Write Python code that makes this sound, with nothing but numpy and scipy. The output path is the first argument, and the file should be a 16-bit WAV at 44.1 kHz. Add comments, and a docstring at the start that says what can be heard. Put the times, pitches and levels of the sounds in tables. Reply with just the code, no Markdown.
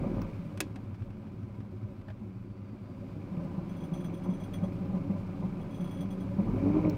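"""In a yard, a six-cylinder two-stroke outboard runs in a barrel of water: it idles, picks up, and revs.
Its exhaust booms and gulps under water, the water churns and sprays, and the block whirrs and ticks.
One sharp clack comes as the engine drops to idle, then a hollow double knock and a faint squeal.
At middle speed a loose metal part jingles; in the last rev the exhaust blows clear and growls."""
import sys
import numpy as np
from scipy import signal
from scipy.fft import rfft, irfft, next_fast_len
from scipy.io import wavfile
from scipy.ndimage import uniform_filter1d

SR = 44100
rng = np.random.default_rng(int(sys.argv[2]) if len(sys.argv) > 2 else 0)


def dump_mix(stems):
    """Bounce the given channels to the path in sys.argv[1] as a 16-bit WAV at rate SR."""
    frames = np.atleast_2d(stems).T  # one column per channel
    limited = np.clip(frames, -1, 1)  # hard clip at full scale
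    pcm = np.round(limited * 32767).astype(np.int16)
    wavfile.write(sys.argv[1], SR, pcm)


N = 307377
TIME = np.arange(N) / SR
CYLINDERS = 6

# big gulps of gas breaking the surface: (time [s], relative level [dB], starting pitch [Hz])
GULPS = [(0.067, -24.5, 208), (.172, -30, 204), (2.211, -33, 209), (3.318, -30.5, 179), (3.372, -29, 168),
         (3.451, -28, 169.4), (3.577, -24.5, 168.2), (3.82, -29.5, 170.2), (3.92, -25.5, 171.5),
         (4.013, -34, 179), (4.08, -26.5, 173.4), (4.29, -22, 183.4), (4.627, -23.5, 181),
         (4.809, -29, 181.7), (4.897, -30, 177.3), (4.939, -23, 179), (5.098, -21.5, 189.6),
         (5.437, -26.5, 179.2), (5.602, -27.5, 177), (5.797, -27.5, 180.5), (6.001, -25.5, 184.5),
         (6.386, -21.5, 191.9), (6.487, -23.5, 187.3), (6.658, -25.5, 190.2), (6.694, -27, 194.8),
         (6.855, -19, 170)]
# tone of the barrel's gas pocket when the engine works hard: (frequency [Hz], level [dB])
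WORKING_BOOM = [(40, -36), (72, -13.5), (130, -21.5), (160, 0), (180, -2.5), (203, -2.5), (233, -10.5),
                (280, -7.5), (332, -13.5), (365, -15), (415, -21), (600, -48), (1200, -86)]
# tone of churning water: (frequency [Hz], level [dB])
CHURN_TONE = [(200, -13), (410, 0), (485, 2.5), (568, 10), (645, -2), (800, -0.5), (900, -5), (1020, 0),
              (1100, -11.5), (1225, -4.5), (1400, -39.5), (2000, -23.5), (4000, -70.5)]


def gain_of(db):
    """Turns decibels into a number to multiply a sound by."""
    return 10 ** (np.asarray(db) / 20)


def evened(x):
    """Scales a sound to an average strength (rms) of 1."""
    return x / np.sqrt(np.mean(x ** 2) + 1e-20)


def look_up(x, rows):
    """Reads a two-column table at x, along straight lines between its rows."""
    return np.interp(x, *np.transpose(rows))


def colour(x, tone):
    """Shapes a sound by (frequency [Hz], level [dB]) points, then evens it to strength 1."""
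    hz, db = np.transpose(tone)
    size = next_fast_len(len(x))
    freqs = np.fft.rfftfreq(size, 1 / SR)
    gains = gain_of(np.interp(np.log(freqs + 1), np.log(hz), db))
    return evened(irfft(rfft(x, size) * gains, size)[:len(x)])


def wander(rate):
    """A smooth random wobble that changes up to about `rate` times a second."""
    freqs = np.fft.rfftfreq(4096, 1 / 400)
    slow = evened(irfft(rfft(rng.standard_normal(4096)) / (1 + (freqs / rate) ** 4)))
    return np.interp(TIME, np.arange(4096) / 400, slow)


def steadied(x, seconds, share):
    """Takes a share of the slow swells out of a sound."""
    power = uniform_filter1d(x ** 2, int(seconds * SR))
    power = uniform_filter1d(power, int(seconds * SR / 2))
    return evened(x / (abs(power) + 1e-6) ** (share / 2))


def grains(per_s, spread_db):
    """A stream of random clicks, most small and a few large."""
    size = gain_of(spread_db * np.minimum(rng.exponential(1, N), 4))
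    return evened(size * rng.choice([-1, 1], N) * (rng.random(N) < per_s / SR))


def ring(notes, t, scatter_db):
    """The fading notes of a struck object; each blow shares its force among them a little differently."""
    return sum(gain_of(db + scatter_db * rng.standard_normal() - 60 * t / fade_s)
               * np.sin(2 * np.pi * (hz * t + rng.random())) for hz, db, fade_s in notes)


def bell(s, width_s):
    """A smooth swell of height 1 around time s."""
    return np.exp(-np.minimum(((TIME - s) / width_s) ** 2, 20))


def add(mix, s, sound):
    """Mixes a sound in at time s."""
    part = mix[max(round(s * SR), 0):][:len(sound)]
    part += sound[:len(part)]


def by_speed(revs, cruise_db, below_db, above_db):
    """A level that changes per doubling of speed: by below_db under cruising speed, above_db over it."""
    return cruise_db + below_db * np.minimum(revs, 0) + above_db * np.maximum(revs, 0)


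def puffs(turns, length, floor, uneven_db):
    """An uneven puff of noise at each firing, over a steady floor; length is a share of the firing gap."""
    firing = turns * CYLINDERS
    count = firing.astype(int)
    chance = np.clip(rng.standard_normal(N), -2, 2)[count]
    cylinder_bias = 0.88 * np.cos(2 * np.pi * count / CYLINDERS)
    pulse = gain_of(uneven_db * (chance + cylinder_bias)) * np.exp(-(firing % 1) / length)
    return evened((floor + pulse) * rng.standard_normal(N))


def engine_tones(turns, speed, revs, boom_db):
    """The engine rocks on its mounts once a turn; higher exhaust tones flutter through the water."""
    # the rocking: (speed [turns/s], level [dB])
    shake = [(17, -73), (25, -65), (30, -53.5), (34, -51), (39, -38.5), (44, -49), (53, -44)]
    # exhaust tones: (cycles per turn, relative level [dB], gain per doubling of speed [dB])
    tones = [(5, -12.5, -4.5), (6, -2, -1.5), (9, -8, 7), (12, -6.5, -2)]
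    out = gain_of(look_up(speed, shake)) * evened(np.sin(2 * np.pi * turns))
    for multiple, db, rise_db in tones:
        flutter = 0.53 * (wander(17) + 1j * wander(16))  # wobbles both level and timing
        tone = ((1 + flutter) * np.exp(2j * np.pi * (multiple * turns + rng.random()))).real
        gas_pocket_db = 0.56 * look_up(multiple * speed, WORKING_BOOM)
        out += gain_of(boom_db + db + rise_db * revs + gas_pocket_db) * evened(tone)
    return out


def exhaust(turns, revs, boom_db):
    """Firings make the exhaust housing drone and the pocket of gas in the barrel boom."""
    # tones of the idling boom and of the housing: (frequency [Hz], level [dB])
    idle_boom = [(60, -40), (125, -4), (142, -16.5), (170, -9), (200, 1.5), (236, -14), (283, -6.5),
                 (330, -19), (368, -8), (410, -27), (600, -29), (1200, -78.5)]
    drone_tone = [(20, -43), (37, -7), (52, -21), (72, -10), (82, -19.5), (94, -3), (103, 5), (112, -4),
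                  (124, -3.5), (138, -15), (170, -28), (400, -68.5)]
    # how loud the housing drones: (time [s], relative level [dB])
    drone_levels = [(0, -34.5), (.5, -40), (1.25, -42.5), (2.35, -41.5), (2.55, -46), (3.0, -41.5),
                    (4.35, -44.5), (4.6, -36.5), (6.1, -42), (6.55, -31.5), (6.97, -35.5)]
    load = np.clip(1 + revs / 0.705, 0, 1)  # 0 at idle, 1 from cruising speed up
    idle = colour(puffs(turns, length=0.16, floor=0.35, uneven_db=1.5), idle_boom)
    working = colour(puffs(turns, length=0.22, floor=0.18, uneven_db=3.5), WORKING_BOOM)
    boom = steadied(np.sqrt(1 - load) * idle + np.sqrt(load) * working, seconds=0.055, share=1)
    housing = colour(puffs(turns, length=0.23, floor=0.38, uneven_db=2), drone_tone)
    drone = steadied(housing, seconds=0.17, share=0.37)
    # at idle the gas escapes unevenly
    lumpiness = gain_of(2 * (1 - load) * np.sin(2 * np.pi * turns * 2 / 3 + 1.546 * wander(11.7)))
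    return lumpiness * (gain_of(boom_db - 1) * boom + gain_of(look_up(TIME, drone_levels) - 3) * drone)


def block(turns, revs):
    """Pistons and bearings whirr, louder with speed; at high speed the firings make the cover rasp."""
    # tone of the moving parts: (frequency [Hz], level [dB])
    whirr_tone = [(500, -17), (1200, 8), (1600, 2.5), (1900, -4), (2300, 3), (2650, -4.5), (3100, -9),
                  (4000, -13.5), (6000, -17.5), (9000, -35), (16000, -53)]
    whirr = colour(puffs(turns, length=0.98, floor=1, uneven_db=2.5), whirr_tone)
    cover = signal.iirpeak(2320, Q=5.5, fs=SR)  # the cover rings at 2320 Hz
    firings = puffs(turns, length=0.2, floor=0.12, uneven_db=5.5)
    rasp = evened(signal.lfilter(*cover, signal.lfilter(*cover, firings)))
    return gain_of(-61.5 + 7.1 * revs) * whirr + gain_of(-74 + 17.5 * revs) * rasp


def bubbles():
    """Small bubbles of many sizes, each a short note that rises as it nears the surface."""
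    out, t = np.zeros(N), np.arange(SR // 16) / SR
    for hz in rng.uniform(494, 1077.7, size=16):
        note = np.sin(2 * np.pi * hz * (t + t ** 2)) * np.exp(-t / 0.025) * (1 - np.exp(-t / 0.0045))
        out += signal.oaconvolve(grains(14, spread_db=4.5), note)[:N]
    return evened(out)


def water(turns, churn_db, spray_db):
    """Bubbles ring and burst in surges over the exhaust's rasp; drops spray over the rim."""
    # tone of the spray: (frequency [Hz], level [dB])
    spray_tone = [(700, -2), (1800, 1), (2600, 7.5), (3600, 2), (4800, 1), (6000, -7), (8000, -6),
                  (11000, -10), (16000, -10.5)]
    surge_db = 0.59 * wander(29) + np.sin(2 * np.pi * turns * 2 / 3)
    froth = grains(2500, spread_db=2) + puffs(turns, length=0.83, floor=0.59, uneven_db=-1.5)
    churn = evened(colour(froth, CHURN_TONE) + 0.55 * colour(bubbles(), CHURN_TONE))
    droplets = grains(3000, spread_db=-0.5) + 1.1 * rng.standard_normal(N)
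    spray = colour(droplets * gain_of(wander(30)), spray_tone)
    return gain_of(churn_db + surge_db + 0.5) * churn + gain_of(spray_db + 3.5) * spray


def yard(x):
    """Open air gives only a few short echoes, off the hull and the paving."""
    # echoes: (delay [s], level [dB])
    echoes = [(0.011, -12), (0.0045, -22), (0.013, -18)]
    out = x.copy()
    for delay, db in echoes:
        add(out, delay, gain_of(db) * x)
    return out


def splashes():
    """Water thrown up by the gas slaps back into the barrel in short swells."""
    # falling water: (time [s], level [dB])
    slaps = [(0.046, -41), (.188, -41.5), (4.254, -44.5), (4.643, -45), (4.976, -46), (5.167, -47.5),
             (5.429, -44), (6.478, -44), (6.672, -40.5), (6.757, -41.5), (6.853, -40)]
    power = sum(gain_of(db) ** 2 * bell(s, width_s=0.012) for s, db in slaps)
    patter = colour(grains(2700, spread_db=5.5), CHURN_TONE)
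    return np.sqrt(power) * steadied(patter, seconds=0.064, share=0.53)


def gulps():
    """A big bubble swells, rings with a rising pitch and bursts in a short slosh."""
    out, t = np.zeros(N), np.arange(SR // 5) / SR
    for s, db, hz in GULPS:
        swell = t / 0.0072 * np.exp(1 - t / 0.011)
        bubble = np.sin(2 * np.pi * np.cumsum(hz * (1 + 0.25 * t)) / SR)
        slosh = gain_of(-22) * colour(rng.standard_normal(len(t)), CHURN_TONE)
        add(out, s - 0.003, gain_of(db - 5) * swell * (bubble + slosh))
    return out


def rushes(steady_db):
    """How many dB the gas rushing out around each gulp adds to the steady boom."""
    power = sum(gain_of(db - 17) ** 2 * bell(s + 0.032, width_s=0.051) for s, db, _ in GULPS)
    return 10 * np.log10(1 + power / gain_of(steady_db) ** 2)


def coasting(speed):
    """How far the throttle is shut, from 0 to 1, judged by how fast the engine slows."""
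    slowing = uniform_filter1d(-np.gradient(speed) * SR, int(0.15 * SR) + 1)
    return np.clip(slowing / 79, 0, 1)  # fully shut when losing 79 turns/s each second


def clacks_and_ticks():
    """Machine parts hit: a crack, its scatter off hull and ground, and the ring of the casing."""
    # clacks: (time [s], relative level [dB], brightness [dB per octave])
    clacks = [(0.2169, -47.5, -17), (0.5738, -49.5, -2), (.6040, -28, 2), (0.7585, -50, -5)]
    # light ticks at idle: (time [s], relative level [dB])
    ticks = [(0.944, -58), (1.02, -59), (1.103, -60), (1.268, -62), (1.431, -62.5), (1.603, -60.5),
             (2.014, -61.5)]
    # tone of the crack: (frequency [Hz], level [dB])
    crack_tone = [(100, -15), (400, -2.5), (1200, -7), (2500, -5), (4000, -9), (6000, -11.5), (8500, -13),
                  (11000, -15.5), (16000, -23)]
    # notes of the casing: (pitch [Hz], level [dB], time to fade by 60 dB [s])
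    casing = [(311, -5, .19), (381, -9, .16), (1020, -11, .05), (1660, -11, .075), (2560, -6.5, .06),
              (8666, -9, .035)]
    tick_bright_db, scatter_top_hz = -7, 5000
    out, t = np.zeros(N), np.arange(SR // 4) / SR
    for s, db, bright_db in clacks + [(s, db, tick_bright_db) for s, db in ticks]:
        dull_db, sharp_db = max(-bright_db, 0), max(bright_db, 0)
        tone = [(hz, level + bright_db * np.log2(max(hz / 1500, 1))) for hz, level in crack_tone]
        notes = [(hz, level - dull_db * np.log2(max(hz / 1500, 1)) - sharp_db, fade_s)
                 for hz, level, fade_s in casing]
        softness = 2.5 + 0.12 * dull_db  # a dull blow lasts longer
        burst = colour(rng.standard_normal(len(t)), tone)
        crack = burst * np.exp(-t / (0.0018 * softness))
        muffled = signal.lfilter(*signal.butter(2, scatter_top_hz, fs=SR), burst)
        scatter = 0.17 * muffled * np.exp(-t / (0.0066 * softness))
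        sound = crack + scatter + gain_of(-2) * ring(notes, t, scatter_db=1)
        add(out, s, gain_of(db + 4.5) * sound * (1 - np.exp(-t / 0.0006)))
    return out


def drops():
    """Short, bright clicks, likely drops of spray landing close by."""
    # landings: (time [s], relative level [dB])
    landings = [(0.2178, -51.5), (6.897, -47)]
    # tone of a drop: (frequency [Hz], level [dB])
    drop_tone = [(2000, -4), (5500, 4), (8000, -7), (10000, -25), (13000, -7), (15000, 3), (16000, -1)]
    out, t = np.zeros(N), np.arange(SR // 16) / SR
    for s, db in landings:
        click = colour(rng.standard_normal(len(t)), drop_tone) * np.exp(-t / 0.0039)
        add(out, s, gain_of(db + 2.5) * click)
    return out


def chugs():
    """At idle a strong firing now and then pushes out a lump of gas: a short, low swell of the housing."""
    # lumps of gas: (time [s], peak level [dB])
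    lumps = [(0.459, -33.5), (.935, -33), (1.021, -30), (1.44, -33), (1.6, -38), (1.85, -33), (2.0, -37),
             (2.379, -33)]
    pitch_hz, width_s = 106, 0.014
    out, t = np.zeros(N), np.arange(-SR // 10, SR // 10) / SR
    swell = np.exp(-(t / width_s) ** 2)
    for s, db in lumps:
        add(out, s + t[0], gain_of(db) * swell * np.sin(2 * np.pi * (pitch_hz * t + rng.random())))
    return out


def hollow_knocks():
    """Something bumps a hollow panel, likely the hull: a dull crack and a few short notes."""
    # bumps: (time [s], relative level [dB])
    bumps = [(2.0825, -51), (2.1012, -51.5)]
    # notes of the panel: (pitch [Hz], level [dB], time to fade by 60 dB [s])
    panel = [(620, 4, 0.078), (820, 1, .07), (1610, -1, 0.053), (1760, -2.5, 0.061)]
    crack_tone = [(2200, 1.5), (9000, -30.5)]  # (frequency [Hz], level [dB])
    out, t = np.zeros(N), np.arange(SR // 4) / SR
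    for s, db in bumps:
        crack = colour(rng.standard_normal(len(t)), crack_tone) * np.exp(-t / 0.01)
        add(out, s, gain_of(db) * (ring(panel, t, scatter_db=1) + crack) * np.minimum(t / 0.001, 1))
    return out


def squeal():
    """As the engine picks up, a thin whistle catches and lets go in chirps, climbing and growing."""
    start_s, end_s, fade_s = 2.18, 3.2, 0.06
    start_hz, rise_hz_per_s = 4530, 290
    age = TIME - start_s
    fade = np.clip(np.minimum(age, end_s - TIME) / fade_s, 0, 1)
    grip = np.clip(0.5 + wander(14), 0, 1)
    growth = np.sqrt(np.clip(age / (end_s - start_s), 0, 1))
    hz = start_hz + rise_hz_per_s * age + 100 * wander(120)
    return gain_of(-77) * fade * grip * growth * np.sin(2 * np.pi * np.cumsum(hz) / SR)


def jingles():
    """The turning crank tosses a loose metal part: it scrapes its seat, rings, and bounces once."""
    # strikes: (time [s], relative level [dB])
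    strikes = [(3.693, -60.5), (3.766, -60.5), (3.804, -62), (3.837, -57.5), (3.936, -53), (3.972, -61.5),
               (4.003, -58.5), (4.043, -54.5), (4.139, -57.5), (4.171, -62.5), (4.237, -59), (4.3, -62.5),
               (4.336, -60.5), (4.401, -60), (4.436, -55), (4.536, -49), (4.635, -60), (5.61, -64.5),
               (5.708, -62.5), (5.743, -58), (5.775, -61.5), (5.807, -57), (5.841, -55), (5.873, -59.5),
               (5.91, -54.5), (5.94, -60.5), (5.971, -59), (6.007, -52), (6.106, -54), (6.203, -59)]
    # notes of the part: (pitch [Hz], level [dB], time to fade by 60 dB [s])
    metal = [(3311, -1.5, .075), (3400, -5, .05), (6078, -10.5, .135), (9030, -13, .095), (9170, -15, .085),
             (9518, -15.5, .125), (10950, -23.5, .1), (12107, -18.5, .105), (13636, -21, .1),
             (15380, -25, .1)]
    # tone of the scrape: (frequency [Hz], level [dB])
    scrape_tone = [(1500, 13), (4000, 2.5), (7000, -9), (10000, -11), (16000, -11)]
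    out, t = np.zeros(N), np.arange(SR // 6) / SR
    for s, db in strikes:
        bounce_s = rng.uniform(0.005, 0.019)
        for wait, share in (0, 0.8), (bounce_s, 0.36):
            scrape = colour(rng.standard_normal(len(t)) ** 3, scrape_tone) * np.exp(-t / 0.011)
            sound = (ring(metal, t, scatter_db=2) + gain_of(-3) * scrape) * (1 - np.exp(-t / 0.0035))
            add(out, s - 0.001 + wait, share * gain_of(db + 8) * sound)
    return out


def growl(turns):
    """In each surge of the rev, uneven firings blow clear of the water and make the housing blare."""
    # surges: (time [s], half width [s], level [dB])
    surges = [(6.555, 0.011, -32.5), (6.674, 0.028, -26.5), (6.768, 0.021, -25), (6.873, 0.027, -26)]
    # tone of the blare: (frequency [Hz], level [dB])
    blare_tone = [(150, -18), (250, 3.5), (305, 4), (350, -2.5), (392, 6.5), (450, -11), (570, -12),
                  (8000, -90)]
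    firings = np.diff((turns * CYLINDERS).astype(int), prepend=0)  # one click per firing
    uneven_db = 6 * np.clip(rng.standard_normal(N), -2, 2)
    blare = colour(firings * gain_of(uneven_db), blare_tone)
    power = sum(gain_of(db) ** 2 * bell(s, width_s) for s, width_s, db in surges)
    return np.sqrt(power) * steadied(blare, seconds=0.04, share=1)


def scene():
    """Engine speed drives the boom, whirr and water; gulps of gas lift the boom and stir the churn."""
    # how fast the crankshaft spins: (time [s], speed [turns/s])
    crank_speeds = [(0, 40.9), (.2, 41.4), (.37, 30.2), (.52, 25), (.72, 22.3), (1.1, 17.7), (1.5, 18.7),
                    (2.5, 15.26), (2.9, 19.9), (3.15, 23.5), (3.45, 28.5), (4.95, 31.26), (5.8, 30.2),
                    (6.38, 32.3), (6.55, 42.4), (6.76, 51.4), (6.87, 52.5), (6.97, 45)]
    speed = look_up(TIME, crank_speeds)
    turns = np.cumsum(speed * (1 + 0.008 * wander(12))) / SR
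    revs = np.log2(speed / 30)  # doublings above the cruising speed of 30 turns/s
    coast_db = -4 * coasting(speed)
    steady_db = by_speed(revs, cruise_db=-40.5, below_db=6.3, above_db=11.6) + coast_db
    rush_db = rushes(steady_db)
    boom_db = steady_db + rush_db
    churn_db = by_speed(revs, cruise_db=-52, below_db=10.6, above_db=10.2) + coast_db + 0.28 * rush_db
    spray_db = by_speed(revs, cruise_db=-73.5, below_db=8.9, above_db=1.4)
    motor = engine_tones(turns, speed, revs, boom_db) + exhaust(turns, revs, boom_db)
    gas_bursts = gulps() + chugs() + growl(turns)
    wash = yard(block(turns, revs) + water(turns, churn_db, spray_db) + splashes())
    small_sounds = squeal() + clacks_and_ticks() + hollow_knocks() + drops() + jingles()
    return (motor + gas_bursts + wash + small_sounds)[None]


def record(dry):
    """The microphone loses the deepest bass, and the very top treble is cut off."""
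    lowest_hz, highest_hz = 24, 15850
    thinned = signal.sosfilt(signal.butter(3, lowest_hz, "highpass", fs=SR, output="sos"), dry)
    treble_cut = signal.firwin(511, highest_hz, window=("kaiser", 9), fs=SR)
    return signal.oaconvolve(thinned, treble_cut[None], "same")


dry = scene()
out = record(dry)
dump_mix(out)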